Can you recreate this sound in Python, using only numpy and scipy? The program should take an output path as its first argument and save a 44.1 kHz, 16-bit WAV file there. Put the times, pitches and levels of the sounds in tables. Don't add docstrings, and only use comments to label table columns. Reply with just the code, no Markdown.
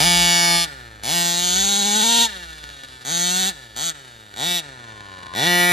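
import sys
import numpy as np
from scipy import signal
from scipy.fft import rfft, irfft, next_fast_len
from scipy.io import wavfile
from scipy.ndimage import map_coordinates

SR = 44100
rng = np.random.default_rng(int(sys.argv[2]) if len(sys.argv) > 2 else 0)


def to_wav(sig):
    pcm = np.clip(np.atleast_2d(sig), -1, 1) * 32767
    pcm = np.round(pcm).astype(np.int16)
    wavfile.write(sys.argv[1], SR, pcm.T)


N = 252252


def amp(db):
    return 10 ** (np.asarray(db) / 20)


def unit(x):
    return x / np.sqrt(np.mean(x ** 2) + 1e-20)


def log_interp(hz_points, values, hz):
    return np.interp(np.log(hz + 1), np.log(np.asarray(hz_points) + 1), values)


def curves(rows):
    times_s, *columns = np.transpose(rows)
    return [np.interp(np.arange(N) / SR, times_s, column) for column in columns]


def wobble(knots_per_s):
    knots = rng.standard_normal(int(N * knots_per_s / SR) + 4)
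    return map_coordinates(knots, [np.arange(N) * knots_per_s / SR])


def filtered(x, response):
    size = next_fast_len(N + SR // 2)
    return irfft(rfft(x, size) * response(np.fft.rfftfreq(size, 1 / SR)), size)[..., :N]


def spikes(positions, sizes):
    taps = np.floor(positions)[:, None] + np.arange(-7, 9)
    offset = taps - positions[:, None]
    shapes = sizes[:, None] * np.sinc(offset) * np.cos(np.pi * offset / 16) ** 2
    return np.bincount(np.clip(taps, 0, N).astype(int).ravel(), shapes.ravel(), N + 1)[:N]


def buggy():
    throttle, speed_hz, levels_db = driving()
    turns, clutch = crank(throttle, speed_hz)
    pulses = firings(turns, throttle)
    crack_db = levels_db[0]
    revving = throttle * np.clip((169.5 - speed_hz) / 20, 0, 1)
    return (exhaust(pulses, turns, throttle, clutch, levels_db)
            + pipe_bark(pulses, revving, crack_db)
            + pipe_ring_on(pulses, throttle, crack_db)
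            + pipe_howl(turns, speed_hz, loaded=throttle - revving)
            + shell(pulses))


OPENINGS_S = [-.047, 1.036, 3.051, 3.7645, 4.363, 5.351]
# time open in seconds, starting speed in Hz, opening crack offset
# in dB, quick speed drop on shutting in Hz, time constants of drop and coast in seconds, coasting
# crack at first and settled in dB, coasting thump, ring and hiss in dB over the crack.
BURSTS = [(.69, 103, 2, 18, 0.033, .39, -42.5, -56, -2.5, 5, -7),
          (1.222, 103, -15, 49, 0.08, 0.97, -35, -47, -9.5, -1.5, -11),
          (.442, 120, -13.5, 38, 0.049, 0.25, -42.5, -52, -7, -2, -8),
          (.134, 114, -9.5, 19, 0.07, 0.46, -46, -51.5, -6, 0.5, -8),
          (.232, 102, -17, 16, .04, 0.43, -46.5, -49.5, -2, 3, -22),
          (.5, 94, -13.5, 18, .04, .4, -45, -50, 0, 0, -15)]
# time in seconds, speed in Hz at which clutch and wheels hold the open engine.
HELD_SPEED = [(.07, 173.9), (.64, 170.7), (1.14, 172.9), (1.31, 171.3), (1.53, 180.2), (1.558, 189.2),
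              (1.69, 199), (1.838, 201.4), (1.888, 210.1), (1.938, 206.9), (1.988, 217.3), (2.014, 208.5),
              (2.046, 231.1), (2.07, 226), (2.1, 231), (2.24, 234.6), (3.15, 170), (3.338, 182.4),
              (3.404, 189.7), (3.49, 195.6), (3.86, 169.8), (3.896, 166.1), (4.47, 176.4), (4.56, 175.3),
              (4.598, 166.5), (5.47, 175.6), (5.72, 176.2)]
# time in seconds, crack drive in dB, thump, ring and hiss in dB over it.
POWER_LEVELS = [(.1, -19.5, -13, -9, -6.5), (.37, -19.5, -15, -9.5, -10.5), (.55, -21.5, -11, -7, -6),
                (.65, -24.5, -18.5, -10, -9), (1.16, -21, -14, -10, -1.5), (1.38, -24.5, -11, -8.5, -7),
                (1.57, -24, -10.5, -7.5, -9), (1.88, -24, -7.5, -8.5, -12), (2.22, -17, -12, -12.5, -15),
                (2.26, -22, -16, -12, -12), (3.16, -26.5, -9, -4, -9), (3.48, -24, -12, -8, -8.5),
                (3.8, -27, -15, -8, -11), (3.89, -28.5, -15, -4.5, -7), (4.4, -22, -12.5, -9.5, -19),
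                (4.51, -21.5, -14, -11, -9.5), (4.59, -24.5, -16.5, -13, -10),
                (5.46, -19.5, -7.5, -6.5, -14.5), (5.71, -25.5, -2.5, 3, -7)]
SWELL_DB = [4.5, 6, 5]
def driving():
    climb_hz_per_s, knee_hz, idle_hz = 710, 3, 72.36
    open_s, shut_s, swell_s, sink_s = .0081, .024, .042, .24
    t = np.arange(N) / SR
    held_hz, = curves(HELD_SPEED)
    power_db = np.array(curves(POWER_LEVELS))
    throttle, speed_hz, levels_db = np.zeros(N), np.zeros(N), np.zeros((4, N))
    for start_s, burst in zip(OPENINGS_S, BURSTS):
        held_s, start_hz, first_db, drop_hz, drop_s, coast_s, from_db, to_db, *tone_db = burst
        age_s = t - start_s
        closed_s = np.maximum(age_s - held_s, 0)
        climb_hz = start_hz + climb_hz_per_s * age_s
        driven_hz = -knee_hz * np.logaddexp(-climb_hz / knee_hz, -held_hz / knee_hz)
        top_hz = np.interp(start_s + held_s, t, driven_hz)
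        coast_hz = idle_hz + drop_hz * np.exp(-closed_s / drop_s)
        coast_hz += (top_hz - drop_hz - idle_hz) * np.exp(-closed_s / coast_s)
        burst_hz = np.where(closed_s > 0, coast_hz, driven_hz)
        speed_hz = np.where(age_s < 0, np.maximum(speed_hz, driven_hz), burst_hz)
        opened = np.clip(age_s / open_s + 1, 0, 1) * np.clip(1 - closed_s / shut_s, 0, 1)
        loud_db = power_db + np.outer([first_db, *SWELL_DB], np.exp(-np.maximum(age_s, 0) / swell_s))
        sinking_db = to_db + (from_db - to_db) * np.exp(-closed_s / sink_s)
        quiet_db = np.array([sinking_db] + [np.full(N, db) for db in tone_db])
        levels_db = opened * loud_db + (1 - opened) * np.where(age_s < 0, levels_db, quiet_db)
        throttle = np.maximum(throttle, opened)
    levels_db[0] += 1.3 * (1 - throttle) * wobble(77)
    return throttle, speed_hz, levels_db


def crank(throttle, speed_hz, grip_hz=175):
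    t = np.arange(N) / SR
    clutch = throttle * np.clip((speed_hz - grip_hz) / 8, 0, 1)
    turns = np.cumsum(speed_hz * (1 + .012 * clutch * wobble(50))) / SR + .5
    for start_s in OPENINGS_S[1:]:
        phase = turns[round(start_s * SR)]
        turns += (np.round(phase) - phase) * np.clip((t - start_s) * 4 + 1, 0, 1)
    return turns, clutch


def firings(turns, throttle):
    positions = np.interp(np.arange(1, int(turns[-1]) + 1), turns, np.arange(N))
    chance = rng.standard_normal((2000, 2))[:len(positions)]
    shut = 1 - throttle[positions.astype(int)]
    jitter_s = (6e-6 + 20e-6 * shut) * chance[:, 0]
    scatter_db = (.63 + .25 * shut) * chance[:, 1]
    sizes = np.sqrt(np.gradient(positions)) * amp(scatter_db)
    return spikes(positions + SR * jitter_s, sizes)


# centre in Hz, width in Hz, then gain in dB
THUMP_MODES = [(107.7, 42, 20, -23, -14, 25.5), (174, 135, 24.5, 21.5, 19, 15),
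               (338, 183, 8.5, 6, 18.5, 13), (542, 40, 7, -33, 14.5, 16), (703, 146, 21, 10, 18, 13),
               (828, 83, 24.5, 13.5, 13, 7.5), (883, 27, -24, -10, -29, 15)]
RING_MODES = [(1264, 140, 19.8, -52, -22, -21), (1501, 107.4, 20.7, 23, 20.5, 23.5),
              (1745, 67, 20, 9.5, 13.5, 13.5), (1901, 56, 15, 11.5, 29.5, 6.5),
              (2282, 137, 22.7, 9, 20.5, 11)]
CRACK_MODES = [(2940, 320, 11.5, -18, 17, 9.5), (3465, 185, 10.7, 3, 4, 9.5),
               (3762, 550, 6.5, 12.5, 12.5, 11), (4310, 570, 4.8, 9, -44, 1),
               (4870, 470, 9.8, -18, -18, -32), (5640, 780, 4.7, -6, 6.5, -4),
               (6470, 470, 1.2, 15, -30.5, -1), (7510, 760, 6.7, 15, 0, 7.5)]
HISS_MODES = [(7300, 990, -10, -24, -17, -13), (9110, 880, 19, -23, 28, 5), (12000, 990, -12, 0, 10.5, -4),
              (14100, 1070, 0, 7.5, 5, 2)]
# time in seconds, exhaust heading (0 side-on, 1 driving away, 2 coming closer).
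HEADING = [(0, 0.08), (.7, 0.073), (1.1, 0.25), (1.5, 0.94), (2.2, 1.156), (3.1, 0.96), (3.5, 1.12),
           (3.9, 1.01), (4.4, 1.33), (4.6, 1.62), (5.35, 1.49), (5.6, 1.86)]
PULSE_BLUR = [(-19, -19, -44, -37), (-8, -7, -32, -28), (-3, 3, -18, -7.5), (-1, 5, -6, 7.5)]
# time in seconds, relative level in dB.
POPS = [(2.583, -26), (2.6401, -20), (2.691, -24), (2.701, -23.5), (2.7916, -29), (2.836, -20.5),
        (2.8867, -28), (4.2321, -50), (4.2937, -36), (4.3402, -25), (5.007, -25.5), (5.078, -39),
        (5.167, -38), (5.1884, -27), (5.232, -25), (5.2673, -24), (5.3379, -19)]
def exhaust(pulses, turns, throttle, clutch, levels_db, load_db=7, pop_gain_db=6):
    crack_db, thump_db, ring_db, hiss_db = levels_db
    heading, = curves(HEADING)
    echoes = near_echoes(pulses)
    gas = unit((3.2 + np.exp(-4 * (turns % 1))) * rng.standard_normal(N))
    pop_s, pop_db = np.transpose(POPS)
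    pops = spikes(pop_s * SR, amp(pop_db + pop_gain_db))
    groups = [(THUMP_MODES, thump_db), (RING_MODES, ring_db), (CRACK_MODES, 0), (HISS_MODES, hiss_db)]
    out = np.zeros(N)
    for (modes, group_db), (open_db, coast_db, base_db, swing_db) in zip(groups, PULSE_BLUR):
        echo_gain = amp(throttle * open_db + (1 - throttle) * coast_db)
        gas_gain = amp(throttle * base_db + (.5 - throttle) * swing_db + load_db * clutch)
        blurred = (pulses + echo_gain * echoes + gas_gain * gas) / np.sqrt(1 + echo_gain**2 + gas_gain**2)
        drive = amp(group_db) * (amp(crack_db) * blurred + pops)
        out = resonate(drive, modes, heading, throttle) - out
    return out


def resonate(drive, modes, heading, throttle):
    out = np.zeros(N)
    for hz, width_hz, *facing_db, coast_db in modes:
        db = throttle * np.interp(heading, [0, 1, 2], facing_db) + (1 - throttle) * coast_db
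        out += signal.lfilter(*signal.iirpeak(hz, hz / width_hz, SR), amp(db) * drive)
    edges_hz = [.8 * modes[0][0], 1.15 * modes[-1][0]]
    return signal.sosfilt(signal.butter(2, edges_hz, "bandpass", fs=SR, output="sos"), out)


def near_echoes(pulses, t60_s=.036, patterns=30):
    t = np.arange(SR // 20) / SR
    steps = patterns - 1
    place = np.arange(N) / N * steps
    out = np.zeros(N)
    for k in range(patterns):
        response = rng.standard_normal(len(t)) * amp(-60 * t / t60_s) * (1 - np.exp(-t / .0028))
        start, end = max((k - 1) * N // steps, 0), min((k + 1) * N // steps, N)
        faded = pulses[start:end] * np.cos(np.pi / 2 * (place[start:end] - k))
        wet = signal.fftconvolve(faded, response / np.linalg.norm(response))[:N - start]
        out[start:start + len(wet)] += wet
    return out


def steep_resonance(pulses, hz, width_hz):
    b, a = signal.iirpeak(hz, hz / width_hz, SR)
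    return unit(signal.lfilter(b, a, signal.lfilter(b, a, pulses)))


def pipe_bark(pulses, revving, crack_db):
    return revving * amp(crack_db - 9) * steep_resonance(pulses, hz=798, width_hz=320)


def pipe_ring_on(pulses, throttle, crack_db, decay_s=.29):
    pole = np.exp(-1 / (decay_s * SR))
    just_shut = (1 - throttle) * signal.lfilter([1 - pole], [1, -pole], throttle)
    return just_shut * amp(crack_db - 2.5) * steep_resonance(pulses, hz=1733, width_hz=100)


def pipe_howl(turns, speed_hz, loaded, harmonic=4, db_per_hz=.36):
    tone = -np.sqrt(2) * np.cos(2 * np.pi * harmonic * turns - np.pi / 4)
    return loaded * amp(-27 + db_per_hz * (speed_hz - 234)) * tone


# time in seconds, level in dB.
SHELL_LEVEL = [(4.5, -79), (4.95, -52), (5.2, -48), (5.34, -40), (5.4, -83)]
def shell(pulses):
    level_db, = curves(SHELL_LEVEL)
    return amp(level_db) * steep_resonance(pulses, hz=1046, width_hz=130)


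def tree_line(engine, t60_s=.5, build_s=.052, cutoff_hz=5000):
    t = np.arange(SR // 2) / SR
    tail = rng.standard_normal((2, len(t))) * amp(-60 * t / t60_s) * (1 - np.exp(-t / build_s))
    wet = signal.fftconvolve(engine[None], tail / np.linalg.norm(tail[0]), axes=1)[:, :N]
    return filtered(wet, lambda hz: 1 / (1 + 1j * hz / cutoff_hz))


# frequency in Hz, relative noise density in dB.
TRAFFIC_SPECTRUM = [(25, -14), (45, -45), (90, 0), (130, -14), (400, -6.5), (1200, -18.5), (3000, -40),
                    (8000, -71), (15000, -69)]
def traffic(hum_hz=61, width_hz=5):
    hz_points, db = np.transpose(TRAFFIC_SPECTRUM)
    wash = unit(filtered(rng.standard_normal(N), lambda hz: amp(log_interp(hz_points, db, hz))))
    hum = unit(filtered(rng.standard_normal(N), lambda hz: np.exp(-((hz - hum_hz) / width_hz) ** 2)))
    hum_db, = curves([(0, -37), (.6, -50), (1, -46), (2, -51.5), (3.5, -54.5), (5.72, -57.5)])
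    return amp(hum_db) * hum + amp(-57 + 1.5 * wobble(3)) * wash


def scene():
    engine = buggy()
    return engine + traffic() + amp(-22) * tree_line(engine)


# frequency in Hz, left over right in dB, left phase lead in radians.
MIC_PORTS = [(60, -1, .2), (250, 0, .25), (520, 4.5, .4), (700, 4, .5), (1100, 10, 1), (1300, 5, 2),
             (1550, -3, 3), (1800, 0, -.2), (2300, 0, .1), (3300, 1, .6), (4900, 0, 0), (5700, -1, -.9),
             (6700, 1, -.9), (7900, 0, -np.pi), (9200, 0, -np.pi), (11000, 0, -2 * np.pi),
             (13000, 0, -2 * np.pi), (14500, 0, -3 * np.pi)]
def record(dry, ceiling=.92, top_hz=15757):
    hz_points, db, lead_rad = np.transpose(MIC_PORTS)

    def port_responses(hz):
        left = amp(log_interp(hz_points, db, hz) / 2) * np.exp(.5j * log_interp(hz_points, lead_rad, hz))
        return np.array([left, 1 / left])

    ports = filtered(dry, port_responses)
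    rounded = ports / (1 + np.abs(ports / ceiling) ** 5) ** (1 / 5)
    return filtered(rounded, lambda hz: hz < top_hz)


dry = scene()
out = record(dry)
to_wav(out)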